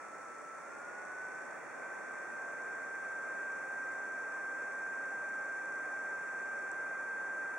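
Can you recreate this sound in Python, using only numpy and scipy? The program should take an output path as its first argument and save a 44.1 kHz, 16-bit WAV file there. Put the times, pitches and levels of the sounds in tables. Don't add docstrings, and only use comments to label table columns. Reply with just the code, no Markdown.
import sys
import numpy as np
from scipy.fft import rfft, irfft, next_fast_len
from scipy.io import wavfile
from scipy.ndimage import map_coordinates

SR = 44100
rng = np.random.default_rng(int(sys.argv[2]) if len(sys.argv) > 2 else 0)


def output_pcm(signal):
    pcm = np.clip(np.atleast_2d(signal).T, -1, 1) * 32767
    wavfile.write(sys.argv[1], SR, np.round(pcm).astype(np.int16))


N = 334278


def blade_rate(slow_hz=1328.3, fast_hz=1571.4, spin_up_s=.575, inertia_s=.5):
    since_s = np.maximum(np.arange(N) / SR - spin_up_s, 0)
    return fast_hz - (fast_hz - slow_hz) * np.exp(-since_s / inertia_s)


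def airflow(blade_hz, level_db=-46.0, speed_power=2.0, flutter_db=0.17):
    # frequency_hz, relative_db
    air_spectrum = [(25, -56), (42, -43.5), (65, -29.5), (90, -21), (200, -7.5), (390, -2.5), (560, 0),
                    (950, -2.5), (1500, 1.5), (1800, -3), (2200, -9.5), (2450, -11.5), (2800, -16),
                    (3500, -24), (6000, -54)]
    # frequency_hz, coherence
    air_coherence = [(60, 0.04), (220, -0.25), (390, 0.21), (580, 0.59), (950, 0.59), (1450, 0.86),
                     (2200, 0.61), (2450, 0.55), (3300, 0.6)]
    # centre_hz, width_hz, gain_db
    ripple_bands = [(290, 50, 1.5), (573, 46, 1.5), (802, 68, 1.65), (1060, 48, 2), (1393, 46, -1),
                    (1924, 60, 2), (2060, 40, 3.5), (2368, 130, 5.5)]
    ripple = lambda f: amp(sum(db / (1 + (2 * (f - hz) / width) ** 2) for hz, width, db in ripple_bands))
    rush = unit(filtered(noise(air_spectrum, air_coherence), ripple))
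    speed = blade_hz / blade_hz.max()
    return amp(level_db + flutter_db * wobble(9.5)) * speed ** speed_power * rush


def whine(blade_hz, flutter_db=0.5, sway_db=0.34, jitter_rad=.05, apart_rad=0.071):
    # time_s, level_db
    swell = [(0, -52), (0.7, -51.5), (1.09, -48.5), (1.17, -44), (1.38, -46.5), (1.66, -57.0), (1.83, -47),
             (2.3, -45.5), (3.2, -41.5), (5.3, -41), (7.58, -40.5)]
    # multiple_of_blade_rate, relative_db, left_over_right_db
    partials = [(1, 7, -0.6), (2, -42.5, 3), (5, -46, 7)]
    phase = 2 * np.pi * np.cumsum(blade_hz) / SR + jitter_rad * wobble(25)
    phase = phase + apart_rad * np.array([wobble(21), wobble(14)])
    tone = sum(amp(db) * pan(balance_db) * np.sin(round(k) * phase) for k, db, balance_db in partials)
    level_db = curve(swell) + flutter_db * wobble(30) + sway_db * wobble(12)
    return amp(level_db) * unit(tone)


def electronics(hiss_db=-63):
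    # frequency_hz, relative_db
    hiss_spectrum = [(40, -18), (1000, -11), (3500, -8.5), (4600, -3), (5700, 2), (7400, 0.4), (9000, -2.5),
                     (10500, -8), (11300, -13), (12000, -28), (13300, -33.5), (14200, -26), (15700, -12.5)]
    # pitch_hz, level_db
    steady_tones = [(598, -68.5), (15734, -97)]
    t = np.arange(N) / SR
    tones = sum(amp(db) * unit(np.sin(2 * np.pi * hz * t + 0.11 * wobble(5.5))) for hz, db in steady_tones)
    return amp(hiss_db) * noise(hiss_spectrum, coherence=[(1000, .05)]) + tones


def focus_motor(field_hz=59.94, delay_s=.0009, scatter_db=1.05, halfway_db=-13, balance_db=11):
    # start_s, end_s, level_db, weak_step_drop_db
    runs = [(0, .49, -68, 13), (.53, 1.48, -69, 5), (1.94, 6.7, -69.5, 3.5)]
    # time_s, level_db
    stop_clicks = [(1.5096, -67), (6.7155, -58.5)]
    track = np.zeros((2, N))
    for start_s, end_s, level_db, drop_db in runs:
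        for field in np.arange(np.ceil(start_s * field_hz), end_s * field_hz):
            step_db = level_db - drop_db * (field % 2 == 0) + scatter_db * rng.standard_normal()
            add(track, field / field_hz + delay_s, lens_tick(step_db, balance_db))
            add(track, (field + .5) / field_hz + delay_s, lens_tick(step_db + halfway_db, balance_db))
    for time_s, level_db in stop_clicks:
        add(track, time_s, lens_tick(level_db, balance_db))
    return track


def lens_tick(level_db, balance_db, attack_s=.0002):
    # pitch_hz, relative_db, t60_s
    modes = [(5770, -1.5, 0.0049), (7300, -6, 0.0056), (7850, -3.5, 0.0057), (8070, -7.5, 0.005),
             (9100, -14, 0.004), (10500, -18, .002)]
    t = np.arange(SR // 100) / SR
    hz, db, t60 = np.transpose(modes)[:, :, None]
    strength = amp(db + 1.6 * rng.standard_normal((2, len(modes), 1)))
    phase = 2 * np.pi * rng.random((2, len(modes), 1))
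    decay = np.exp(-np.log(1000) * t / t60)
    ring = (strength * decay * np.sin(2 * np.pi * hz * t + phase)).sum(axis=1)
    ring *= 1 - np.exp(-t / attack_s)
    return amp(level_db) * pan(balance_db) * np.array([unit(side) for side in ring])


def amp(db):
    return 10 ** (np.asarray(db) / 20)


def unit(x):
    return x / np.sqrt(np.mean(x ** 2) + 1e-20)


def pan(balance_db):
    return amp(np.array([[balance_db], [-balance_db]]) / 2)


def along(points, hz):
    frequencies, values = np.transpose(points)
    return np.interp(np.log(hz + 1), np.log(frequencies + 1), values)


def curve(rows):
    return np.interp(np.arange(N) / SR, *np.transpose(rows))


def wobble(rate):
    knots = rng.standard_normal(int(N * rate / SR) + 4)
    return map_coordinates(knots, [np.arange(N) * rate / SR])


def filtered(x, response):
    size = next_fast_len(N + SR // 2)
    return irfft(rfft(x, size) * response(np.fft.rfftfreq(size, 1 / SR)), size)[..., :N]


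def noise(spectrum, coherence):
    side_angle = lambda hz: np.arccos(np.clip(along(coherence, hz), -1, 1)) / 2
    colour = lambda hz: amp(along(spectrum, hz)) * [np.cos(side_angle(hz)), np.sin(side_angle(hz))]
    mid, side = filtered(rng.standard_normal((2, N)), colour)
    return unit(np.array([mid + side, mid - side]))


def add(track, start_s, sound):
    part = track[:, max(0, round(start_s * SR)):][:, :sound.shape[1]]
    part += sound[:, :part.shape[1]]


def scene():
    blade_hz = blade_rate()
    return airflow(blade_hz) * pan(balance_db=-1) + whine(blade_hz) + electronics() + focus_motor()


def record(dry, top_hz=15780):
    # centre_hz, width_hz
    stop_bands = [(3000, 1260), (4000, 590), (5000, 810), (12000, 3500)]
    notch = lambda f, hz, width: (hz ** 2 - f ** 2) / (hz ** 2 - f ** 2 + 1j * f * width)
    notches = lambda f: np.prod([notch(f, hz, width) for hz, width in stop_bands], axis=0)
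    return filtered(dry, lambda f: notches(f) * (f < top_hz))


dry = scene()
out = record(dry)
output_pcm(out)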